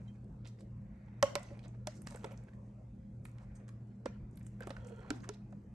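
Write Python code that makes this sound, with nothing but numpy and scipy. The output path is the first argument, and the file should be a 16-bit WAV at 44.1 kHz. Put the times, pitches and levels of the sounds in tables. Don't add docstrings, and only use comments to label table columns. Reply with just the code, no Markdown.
import sys
import numpy as np
from scipy import signal
from scipy.fft import rfft, irfft, next_fast_len
from scipy.io import wavfile
from scipy.ndimage import uniform_filter1d, map_coordinates

SR = 44100
rng = np.random.default_rng(int(sys.argv[2]) if len(sys.argv) > 2 else 0)


def transcribe(u):
    v = np.clip(np.atleast_2d(u).T, -1, 1)
    q = np.round(v * 32767).astype(np.int16)
    wavfile.write(sys.argv[1], SR, q)


def invert_db(x):
    u = np.asarray(x, float) / 20
    return 10 ** u


N = 253114

# (time [s], crack level [dB], bright level [dB], air space [Hz], air ring level [dB])
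KNOCKS = [(1.2268, -23, 4, 562, -31), (1.354, -27.5, 5.5, 571, -44.5), (1.5094, -68, -22, 574, -60),
          (1.8716, -34.5, 7, 607, -51.5), (2.1081, -54, 7, 575, -67), (2.1462, -50, -4, 568, -71),
          (2.2436, -41, -5.5, 540, -61), (2.308, -53, -26.5, 547, -64), (4.058, -37, -5, 526, -47.5),
          (4.6055, -56.5, -10, 494, -55.5), (4.6326, -50, -2, 530, -66), (4.6703, -45.5, -18, 677, -58),
          (4.704, -41.5, -17, 540, -53.5), (5.1044, -31.5, 3.5, 286, -46), (5.2906, -38, 7, 425.5, -54)]
# (time [s], thud level [dB], thud pitch [Hz], wall ring level [dB], wall ring pitch [Hz])
BODY = [(1.2268, -44.5, 289.5, -21, 1100), (1.23, -55, 380, -42, 1400), (1.354, -36, 398.3, -35, 1020),
        (1.87, -44.5, 330, -49, 870), (2.068, -46.5, 234.7, -69, 1046), (2.147, -43.5, 479, -54, 870),
        (2.243, -36.5, 437.5, -39, 900), (2.252, -43.5, 382.6, -47, 811), (4.058, -38, 342, -37.5, 1063),
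        (4.606, -48, 242, -40.5, 1570), (4.629, -50, 321, -43.5, 1580), (4.671, -38, 374, -62.5, 854),
        (4.706, -39.5, 240, -45, 850), (4.766, -70, 243.8, -43, 1490), (5.105, -34.5, 327, -36.5, 1536),
        (5.292, -37, 408, -42, 965)]
# (time [s], t60 [s])
GRIP = [(1.23, 0.039), (1.51, 0.067), (1.87, 0.041), (2.3, 0.064), (4.06, 0.017), (4.7, 0.028),
        (5.3, 0.053)]
# (centre [Hz], width [Hz], level [dB])
JAR_WALL = [(720, 250, -2), (1090, 190, -6.5), (1360, 160, 0.5), (2100, 510, -4.5), (3240, 2000, -11.5)]
# (time [s], level [dB], centre [Hz])
THUMPS = [
    (1.229, -31, 758),
    (1.3542, -41.5, 800),
    (4.059, -40.5, 1350),
    (4.608, -47, 600),
    (4.673, -40.5, 630),
    (4.708, -52, 650),
    (5.106, -42, 290),
    (5.525, -50.5, 600),
]
# (time [s], level [dB], pitch [Hz])
COUNTER = [
    (1.227, -37.5, 105),
    (1.357, -53.5, 110),
    (5.106, -62, 122),
]
# (time [s], pitch [Hz], level [dB])
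TILT = [
    (4.7, 560.5, -83),
    (4.762, 530.6, -71),
    (4.88, 482.7, -55),
    (4.98, 438, -58),
    (5.08, 386, -69),
]
# (start [s], lift [s], full level [dB])
DRAGS = [
    (2.08, 2.338, -70),
    (4.733, 5.11, -62),
]
# (centre [Hz], width [Hz], level [dB])
DRAGGED_JAR = [(479, 91, 2), (940, 42, -3.5), (1370, 47, 2), (2000, 420, -16.5), (2400, 250, -16),
               (3260, 190, -15), (3920, 470, -27), (4360, 190, -22), (5700, 780, -32)]
# (time [s], level [dB], centre [Hz])
STICK_SLIPS = [(2.109, -56, 600), (2.148, -46, 580), (2.16, -54, 900), (2.206, -60.5, 690), (2.247, -42.5, 560),
               (2.254, -47, 603), (2.265, -58, 800), (2.313, -56, 557),
               (4.82, -58, 493), (4.904, -48.5, 477), (4.917, -51, 525), (5.008, -59, 526), (5.031, -50.5, 1370),
         (5.05, -58.5, 930), (5.07, -57, 1380)]
# (time [s], level [dB], centre [Hz])
TAPS = [(.4535, -54, 2400), (.4555, -52.5, 1000), (.6065, -57, 1480), (1.4321, -53, 2000),
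        (1.5912, -54, 2080), (1.6815, -77, 1030), (2.0181, -57, 1330), (2.0706, -39.5, 1090),
        (2.0854, -51, 1370), (2.1214, -49, 1410), (2.16, -69, 1500), (2.172, -60, 1290),
        (2.2337, -51, 1010), (2.2605, -60, 1370), (2.3736, -68, 1030), (2.4886, -62, 1490),
        (2.534, -65.5, 1820), (3.2528, -45.5, 1440), (3.285, -59.5, 1280), (3.383, -53, 1360),
        (3.6805, -52, 1510), (3.6893, -51, 1360), (4.373, -55, 1650), (4.4099, -68, 1620),
        (4.464, -56.5, 1340), (4.6221, -46, 1460), (4.6932, -48, 905), (4.7651, -45, 1360),
        (4.8464, -57, 1380), (4.961, -78, 990)]
# (time [s], level [dB], centre [Hz])
SNAPS = [(0.244, -82, 4700), (0.472, -56, 5700), (0.6068, -63, 7800), (1.43, -51.5, 7100),
         (1.5917, -60.5, 4530), (1.681, -59, 6900), (2.018, -52, 9200), (2.0702, -46.5, 7900),
         (2.122, -57, 9000), (2.159, -50, 8100), (2.172, -63, 7540), (2.194, -65, 5270), (2.26, -61, 8200),
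         (2.375, -56.5, 5570), (2.437, -69, 7960), (3.252, -49.5, 9550), (3.285, -73, 8100),
         (5.5235, -72.5, 6450), (3.3832, -66.5, 5970), (3.68, -61.5, 6500), (4.311, -67, 7750),
         (4.357, -63.5, 9040), (4.3715, -57.5, 10000), (4.395, -67, 9300), (4.429, -67, 7600),
         (4.466, -49, 7800), (4.846, -64, 5680), (4.87, -56, 7140), (4.961, -68, 6640), (5.204, -61, 4430)]
# (time [s], level [dB],
# centre [Hz])
CRACKLES = [(.2432, -69, 8100), (0.4537, -51, 3400), (.459, -55, 2600), (.588, -60, 2000),
            (.597, -68, 7500), (1.395, -53, 8000), (1.465, -68, 6000), (1.477, -63, 5000),
            (1.487, -56, 2290), (1.5735, -71, 8000), (1.639, -59.5, 2400), (1.651, -60, 3700),
            (1.683, -71, 2620), (2.0715, -40.5, 4730), (2.086, -52, 5300), (2.1015, -55, 1900),
            (2.1067, -50, 8300), (2.142, -57, 8000), (2.21, -62, 2800), (2.2295, -70, 7600),
            (2.2437, -49.5, 7700), (2.3177, -54, 2500), (2.339, -63, 2400), (2.538, -71.5, 8000),
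            (3.27, -72, 8500), (3.315, -68, 7500), (3.3843, -60, 2900), (3.6895, -60, 8500),
            (4.411, -55.5, 1850), (4.46, -64, 8200), (4.606, -52, 8500), (4.6714, -48, 8350),
            (4.695, -57, 8300), (4.7945, -63, 2200), (4.809, -64, 3300), (4.885, -56, 1900),
            (4.949, -67, 2300), (5.0045, -65, 6500), (5.049, -68, 2100), (5.062, -55, 1700),
            (5.165, -72, 7500), (5.24, -58, 5500), (5.251, -63, 1700), (5.259, -70, 6700),
            (5.336, -62, 5500), (5.345, -62, 4500), (5.524, -70.5, 7500), (1.2267, -24, 3300),
            (1.2265, -26, 6200), (2.0635, -64, 2500), (2.0665, -55, 8300), (2.112, -62, 4500),
            (2.12, -62, 3500), (2.127, -64, 5500), (2.173, -62, 5500), (4.0565, -49, 5000),
            (4.768, -48, 1500), (2.375, -65, 4500), (1.5915, -54, 2300)]
# (time [s], level [dB], centre [Hz], t60 [s])
LINGERS = [(1.238, -53, 2160, .2), (1.24, -50, 1090, .2), (1.24, -63, 2830, .25), (1.24, -62, 4400, .25),
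           (1.365, -58, 2000, 0.49), (1.365, -66, 2650, .3), (1.46, -67, 6100, .15),
           (1.635, -68.5, 3900, 0.12), (2.255, -71, 2400, .15), (3.552, -69, 8400, 0.12),
           (3.552, -71, 6300, .15), (4.065, -62.5, 2450, 0.14), (4.64, -61, 1400, 0.076),
           (5.217, -65, 6500, .1), (5.111, -45.5, 257, 0.22), (5.04, -78, 4200, 0.35), (4.8, -77, 3300, .3),
           (5.4, -83.5, 2500, 0.46), (1.356, -52, 610, 0.12), (1.4, -52, 720, 0.099),
           (1.5, -58, 1900, 0.07), (4.064, -74, 8240, 0.073)]
# (middle [s], length [s], rms level [dB], centre
# [Hz])
SMEARS = [(0.465, 0.03, -62.5, 2470), (0.485, 0.026, -67, 4600), (0.608, 0.038, -74, 4300),
          (1.476, 0.13, -73.5, 3750), (1.645, 0.028, -67.5, 3370), (1.964, 0.039, -68, 5850),
          (2.32, 0.013, -69.5, 7600), (3.272, 0.066, -76.5, 7100), (3.424, 0.05, -81, 5900),
          (3.563, 0.023, -71, 7040), (3.688, 0.015, -70, 5630), (4.071, 0.026, -80.5, 2575),
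          (4.47, 0.044, -76, 8160), (4.885, 0.032, -71, 7460), (5.343, 0.013, -64.5, 3720),
          (1.297, 0.064, -68, 4500), (5.162, .04, -72.5, 5940), (5.244, 0.03, -73.5, 5940)]
# (middle [s], length [s], rms level [dB], centre [Hz])
SHOVES = [(2.12, 0.049, -63.5, 880), (2.16, 0.0047, -54, 1080), (2.315, 0.038, -63, 694),
          (5.245, 0.021, -54.5, 1383), (5.533, 0.013, -59.5, 549), (3.41, 0.083, -72, 1240),
          (5.14, 0.11, -64.5, 930)]
# (middle [s], length [s], rms level [dB], centre [Hz])
FLEXES = [(1.235, 0.012, -45, 1280), (1.233, 0.01, -36, 730), (1.236, 0.014, -41.5, 158),
          (1.511, 0.02, -55, 353), (1.873, 0.0047, -50.5, 2050), (2.162, 0.006, -74, 1160),
          (2.173, 0.0056, -54, 1470), (4.072, .025, -63.5, 2400), (5.114, 0.015, -42, 295),
          (2.288, 0.055, -69, 1340), (2.488, 0.0091, -63, 1660), (2.536, 0.009, -67.5, 1770),
          (2.146, 0.0054, -55, 1450), (4.062, 0.0083, -40, 401), (5.052, 0.018, -58, 930),
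          (5.572, 0.027, -66.5, 297)]
# (time [s], level [dB])
CHINKS = [(1.227, -44.5), (1.354, -47.5), (1.4301, -78), (1.8723, -53), (2.0173, -77), (2.071, -61),
          (2.3243, -62), (3.2525, -70), (4.3711, -61.5), (4.3926, -68), (4.6049, -61.5), (4.6309, -80),
          (4.6713, -66), (4.7044, -82), (5.1053, -60), (5.2903, -79)]
# (time [s], level [dB])
CLINK = (0.077, -58.5)
# (pitch [Hz], level [dB], t60 [s])
STEEL = [(2050, -10, 0.13), (2490, -18, 0.12), (5750, -13, 0.06), (3150, 0, 0.11), (3900, -1, 0.032),
         (7100, -14, 0.053), (6450, -16, 0.05), (8100, -15, 0.067)]
# (time [s], rustle level [dB])
HANDS = [(0., -70.5), (.3, -94), (.7, -94), (1.15, -74.5), (1.66, -66), (1.85, -87), (2.24, -64),
         (2.51, -76), (2.62, -91.5), (3.22, -94), (3.43, -69.5), (3.92, -89), (4.58, -75.5), (4.63, -60),
         (4.8, -82), (5.11, -67), (5.34, -62.5), (5.37, -71), (5.51, -93.5)]
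# (frequency [Hz], level [dB])
RUSTLE = [(200, -20.5), (500, 4), (1200, -4), (2500, -5), (2850, -15), (6000, -31), (12000, -44)]
# (start [s], peak level [dB], t60 [s])
FIZZES = [(0., -87, 0.78), (1.26, -83.5, 0.9), (1.44, -84, 0.96), (1.88, -75.5, 0.93), (2.06, -65, 0.52),
          (2.26, -87, 1.9), (3.281, -93.5, 1), (4.3, -89, 2.8), (4.64, -81.5, 0.96), (5.17, -74, 0.21),
          (5.481, -98, 0.71)]
# (frequency [Hz], level [dB])
FIZZ_COLOUR = [(2000, -25), (4500, 1.5), (6500, 9), (9000, 2), (12000, -1.5)]
# (frequency [Hz], lag [rad])
LAG = [(200, .1), (340, .7), (600, .45), (800, .6), (1200, 1.4), (1900, 1.8), (3600, .4), (8000, .7),
       (9200, .3), (11400, 2.2), (11800, .5)]
# (frequency [Hz], level [dB])
SHADOW = [(300, -0.2), (700, -1.5), (1100, -5), (1800, -4), (3000, -12), (6500, -5), (7600, -1.5),
          (8800, -2.5)]
# (frequency [Hz], t60 [s])
KITCHEN = [(300, 0.53), (1500, 0.38), (5000, 0.32), (11000, 0.26)]
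# (pitch [Hz], level [dB], width [Hz], steady share [0-1])
HUM = [(117.4, -52.5, 14, .74), (201.3, -57, 18, .33), (234, -68, 8, .3), (312, -75, 12, .3),
       (528, -77, 6, .6)]
# (frequency [Hz], level [dB per Hz])
FLOOR = [(15, -43.5), (33, -10.5), (42, -0.5), (52, 2), (85, -1), (105, -9.5), (150, -1), (210, -7.5),
         (270, -14), (550, -21), (1150, -31), (2500, -44), (3300, -50.5), (7200, -56.5), (12000, -59.5)]
# (frequency [Hz], likeness [0-1])
ALIKE = [(40, 0.74), (120, 0.91), (200, 1), (350, 0.83), (630, 0.38), (1200, 0.081), (3000, 0.56),
         (12000, 0.28)]
# (middle [s], length [s], rms level [dB], centre [Hz])
STREET = [
    (1.1, 0.6, -74.5, 1830),
    (3.545, 0.26, -76, 1900),
    (4.198, .4, -83, 2007),
    (5.6, 0.45, -87, 1800),
]
# (frequency [Hz], level [dB])
MIC = [(9000, 0), (10300, -3), (11500, 5.5), (12000, -15), (12600, -41)]
# (frequency [Hz], level [dB])
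SHARED = [(9500, 0.5), (9750, -4), (10900, -11), (11250, -2.5)]
# (frequency [Hz], level [dB])
APART = [(1500, -0.5), (3000, -1), (7800, 3), (8500, 1.5), (8750, -8), (9300, -9), (9600, 3.5),
         (10600, 6.5), (11200, -0.5), (11600, -9.5)]


def unit(x):
    return x / np.sqrt(np.mean(x ** 2) + 1e-20)


def peak(x):
    return x / np.abs(x).max()


def along(points, hz):
    f, v = np.transpose(points)
    return np.interp(np.log(hz + 1), np.log(f + 1), v)


def filtered(x, response):
    n = x.shape[-1]
    m = next_fast_len(n + 4096)
    return irfft(rfft(x, m) * response(np.fft.rfftfreq(m, 1 / SR)), m)[..., :n]


def resonances(peaks):
    def response(f):
        total = 0
        for k, (centre, width, db) in enumerate(peaks):
            damping = 1j * f * width
            total = total + (-1) ** k * invert_db(db) * damping / (centre ** 2 - f ** 2 + damping)
        return total
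    return response


def band(x, hz, width):
    one = resonances([(hz, width, 0)])
    return filtered(x, lambda f: one(f) ** 2)


def wobble(rate):
    knots = rng.standard_normal(int(N * rate / SR) + 4)
    return map_coordinates(knots, [np.arange(N) * rate / SR])


def grains(fast_db, slow_db):
    lumps = invert_db(fast_db * wobble(400) + slow_db * wobble(60))
    return lumps * rng.standard_normal(N)


def patches(shape, frames):
    field = uniform_filter1d(rng.standard_normal(shape), size=3, axis=0)
    return unit(uniform_filter1d(field, size=frames, axis=1))


def burst(t, t60, rise, contact):
    noise = rng.standard_normal(len(t)) * invert_db(-60 * t / t60) * (1 - np.exp(-t / rise))
    return noise - contact * (np.arange(len(t)) == 8)


def add(track, s, sound):
    track[round(s * SR):][:len(sound)] += sound


def knocks():
    out, t = np.zeros((2, N + SR)), np.arange(SR // 4) / SR
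    jar, click = resonances(JAR_WALL), resonances([(5600, 5900, 1.7)])
    for s, db, bright_db, air_hz, air_db in KNOCKS:
        t60 = np.interp(s, *np.transpose(GRIP))
        blow = np.array([burst(t, 0.026, 0.00044, contact=1.5), 6.2 * (t == 0)])
        wall = filtered(blow, lambda f: jar(f) / (1 + 1j * f / 8000) ** 2)
        sharp = np.array([burst(t, 0.011, 0.0002, contact=7), 2.8 * (t == 0)])
        bright = filtered(sharp, lambda f: click(f) ** 2 / (1 + 1j * f / 9000) ** 3)
        crack = wall / np.abs(wall[0]).max() + invert_db(bright_db - 0.5) * bright / np.abs(bright[0]).max()

        waver = map_coordinates(rng.standard_normal(20), [2 + 55 * t])
        held = invert_db(-60 * (t / t60) ** 2.5)
        after_ring = invert_db(-27.5 - 60 * t / 0.25) * waver
        swell = (1 - np.exp(-t / 0.005)) * (held + after_ring)
        air = peak(swell * np.sin(2 * np.pi * air_hz * t + 0.5 * waver))
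        air = air * invert_db([[0], [-9]])
        add(out.T, s, (invert_db(db + 2.5) * crack + invert_db(air_db + 10) * air).T)
    return out[:, :N]


def body():
    out, t = np.zeros(N + SR), np.arange(SR // 8) / SR
    for s, thud_db, thud_hz, ring_db, ring_hz in BODY:
        t60 = min(0.93 * np.interp(s, *np.transpose(GRIP)), 0.03)
        thud = peak(invert_db(-60 * t / 0.026) * np.sin(2 * np.pi * thud_hz * t))
        ring_level = invert_db(-60 * t / t60) * (1 - np.exp(-t / 0.00047))
        ring = peak(ring_level * np.sin(2 * np.pi * ring_hz * t))
        add(out, s, invert_db(thud_db - 0.5) * thud + invert_db(ring_db - 1) * ring)
    return out[:N]


def counter():
    out, t = np.zeros(N + SR), np.arange(SR // 4) / SR
    for s, db, hz in COUNTER:
        add(out, s, invert_db(db - 60 * t / 0.16) * np.sin(2 * np.pi * hz * t))
    return out[:N]


def tilt():
    s, hz, db = np.transpose(TILT)
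    t = np.arange(N) / SR
    turns = np.cumsum(np.interp(t, s, hz)) / SR
    level = invert_db(np.interp(t, s, db, left=-130, right=-130))
    return level * unit(0.92 + wobble(70)) * np.sin(2 * np.pi * turns)


def drag():
    t = np.arange(N) / SR
    level = 0
    for s, lift, db in DRAGS:
        times = [s, s + 0.59 * (lift - s), lift, lift + 0.054]
        level = level + invert_db(db + np.interp(t, times, [-3, 0, 0, -17], left=-99, right=-99))
    rubbing = grains(fast_db=1.5, slow_db=-1.5)
    slips_per_s = 220
    slips = (rng.random(N) < slips_per_s / SR) * invert_db(4 * rng.standard_normal(N))
    return level * unit(filtered(unit(rubbing) + 1.3 * unit(slips), resonances(DRAGGED_JAR)))


def catches():
    out, t = np.zeros(N + SR), np.arange(SR // 16) / SR
    for s, db, hz in STICK_SLIPS:
        pulse = burst(t, 0.026, 0.001, contact=0.31)
        add(out, s, invert_db(db) * peak(band(pulse, hz, 0.47 * hz)))
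    for s, db, hz in THUMPS:
        pulse = burst(t, 0.027, 0.00063, contact=0.72)
        add(out, s, invert_db(db) * peak(band(pulse, hz, 0.97 * hz)))
    return out[:N]


def ticks():
    out, t = np.zeros(N + SR), np.arange(SR // 16) / SR
    for s, db, hz in TAPS:
        tap = burst(t, 0.019, 0.00068, contact=0.23)
        add(out, s, invert_db(db) * peak(band(tap, hz, 1.35 * hz)))
    for s, db, hz in SNAPS:
        snap = burst(t, 0.02, 0.000079, contact=0.51)
        add(out, s, invert_db(db + 3) * peak(band(snap, hz, 0.44 * hz)))
    return out[:N]


def crackles():
    out, t = np.zeros(N + SR), np.arange(SR // 6) / SR
    for s, db, hz in CRACKLES:
        tear = burst(t[:1024], 0.013, 0.00014, contact=1.3)
        add(out, s, invert_db(db) * peak(band(tear, hz, 0.5 * hz)))
    for s, db, hz, t60 in LINGERS:
        fade = invert_db(-60 * t / t60) * (1 - np.exp(-t / 0.004)) * np.cos(np.pi / 2 * t / t[-1])
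        mode = unit(band(rng.standard_normal(len(t)), hz, 0.06 * hz))
        add(out, s, invert_db(db) * fade * mode)
    return out[:N]


def smears():
    out, t = np.zeros(N + SR), np.arange(-SR // 10, SR // 10) / SR
    rows = [(*row, 0.94 * row[-1]) for row in SMEARS]
    rows += [(*row, 0.76 * row[-1]) for row in SHOVES]
    rows += [(*row, 210) for row in FLEXES]
    for s, length, db, hz, width in rows:
        lumps = invert_db(3.5 * np.repeat(rng.standard_normal(len(t)), 60)[:len(t)])
        grain = lumps * rng.standard_normal(len(t))
        swell = np.exp(-(2 * t / length) ** 2)
        smear = unit(band(grain, hz, width) * swell) * np.sqrt(np.mean(swell ** 2))
        add(out, s + t[0], invert_db(db) * smear)
    return out[:N]


def chinks():
    out, t = np.zeros(N + SR), np.arange(SR // 16) / SR
    for s, db in CHINKS:
        strike = burst(t, 0.028, 0.00027, contact=3)
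        add(out, s, invert_db(db - 3) * peak(band(strike, hz=11750, width=500)))
    return out[:N]


def clink():
    out, t = np.zeros(N), np.arange(SR // 4) / SR
    ring = sum(invert_db(db - 60 * t / t60) * np.sin(2 * np.pi * hz * t) for hz, db, t60 in STEEL)
    s, level_db = CLINK
    add(out, s, invert_db(level_db) * ring * (1 - np.exp(-t / 0.0058)))
    return out


def rub():
    t = np.arange(N) / SR
    fizz_level = invert_db(-93.5)
    for s, db, t60 in FIZZES:
        age = np.maximum(t - s, 0)
        fizz_level = fizz_level + invert_db(db - 60 * age / t60) * np.minimum(age / 0.025, 1)
    rustle = unit(filtered(grains(fast_db=3, slow_db=5.5), lambda f: invert_db(along(RUSTLE, f))))
    fizz = unit(filtered(grains(fast_db=2.5, slow_db=1.5), lambda f: invert_db(along(FIZZ_COLOUR, f))))
    return invert_db(np.interp(t, *np.transpose(HANDS))) * rustle + fizz_level * fizz


def kitchen(x):
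    out, step = np.zeros((2, N + SR)), SR // 3
    for start in range(0, N, step):
        hz, t, z = signal.stft(rng.standard_normal((2, SR // 2)), SR, nperseg=256)
        decay_db = 60 * t / along(KITCHEN, hz)[:, None]
        uneven_db = 3 * patches(z.shape[1:], frames=12)
        tail = signal.istft(z * invert_db(uneven_db - decay_db), SR, nperseg=256)[1]
        tail = tail * (1 - np.exp(-np.arange(tail.shape[1]) / SR / 0.0012))
        wet = signal.fftconvolve(x[None, start:start + step], tail / np.linalg.norm(tail[0]), axes=1)
        out[:, start:start + wet.shape[1]] += wet
    return out[:, :N]


def hum():
    t = np.arange(N) / SR
    tones = 0
    for hz, db, width, share in HUM:
        blur = unit(band(rng.standard_normal(N), hz, width))
        steady = np.sin(2 * np.pi * hz * t + 0.72 * wobble(2.998))
        tones = tones + invert_db(db) * (np.sqrt(2 * share) * steady + np.sqrt(1 - share) * blur)
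    left = filtered(tones, lambda f: np.exp(-1j * 0.081 * (1 + (f / 260) ** 4)))
    return np.array([left, tones])


def patchy(depth_db):
    z = signal.stft(rng.standard_normal((2, N)), nperseg=512)[2]
    drift = invert_db(depth_db * patches(z.shape[1:], frames=14))
    return signal.istft(z * drift, nperseg=512)[1][:, :N]


def floor():
    def mid_and_side(f):
        turn = np.arccos(np.clip(along(ALIKE, f), -1, 1)) / 2
        return invert_db(along(FLOOR, f)) * np.array([np.cos(turn), np.sin(turn)])

    mid, side = filtered(patchy(depth_db=3.5), mid_and_side)
    return invert_db(-55) * unit(np.array([mid + side, mid - side]))


def street():
    t = np.arange(N) / SR
    swells = 0
    for s, length, db, hz in STREET:
        hiss = unit(band(rng.standard_normal((2, N)), hz, 0.7 * hz))
        swells = swells + invert_db(db) * np.exp(-(2 * (t - s) / length) ** 2) * hiss
    return filtered(swells, lambda f: 1 / (1 + (f / 2550) ** 20))


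def scene():
    knock, spread = knocks()
    rings = body()
    small = ticks() + smears() + rub() + drag() + catches() + crackles()
    right = knock + rings + small + counter() + clink()
    left = filtered(right, lambda f: invert_db(along(SHADOW, f)) * np.exp(-1j * along(LAG, f)))
    jar = invert_db(1.5) * np.array([left, right])
    spoon = invert_db([[1.5], [3.5]]) * chinks()
    air = np.array([[0.3], [1.3]]) * tilt()
    room = invert_db(-9) * kitchen(spread + invert_db(-8) * rings + small)
    return jar + spoon + air + room + hum() + floor() + street()


def bass_dropouts(side):
    hz, t, z = signal.stft(side, SR, nperseg=2048)
    luck = uniform_filter1d(rng.random(len(t)), size=2).argsort().argsort() / len(t)
    low_hz, high_hz = 38, 400
    edge = low_hz * (high_hz / low_hz) ** np.cbrt(luck)
    power = np.sum(np.abs(z) ** 2, axis=0)
    edge = np.where(power > 100 * np.median(power), low_hz, edge)
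    lift_db = 7 / (1 + (hz[:, None] / 250) ** 4)
    gain = (hz[:, None] > edge) * invert_db(lift_db)
    return signal.istft(z * gain, SR, nperseg=2048)[1][:N]


def low_pass(x):
    return signal.sosfilt(signal.butter(12, 12710, fs=SR, output="sos"), x)


def record(dry):
    left, right = filtered(dry, lambda f: invert_db(along(MIC, f)))
    mid = filtered((left + right) / 2, lambda f: invert_db(along(SHARED, f)))
    side = filtered((left - right) / 2, lambda f: invert_db(along(APART, f)))
    side = bass_dropouts(side)
    return low_pass(np.array([mid + side, mid - side]))


dry = scene()
out = record(dry)
transcribe(out)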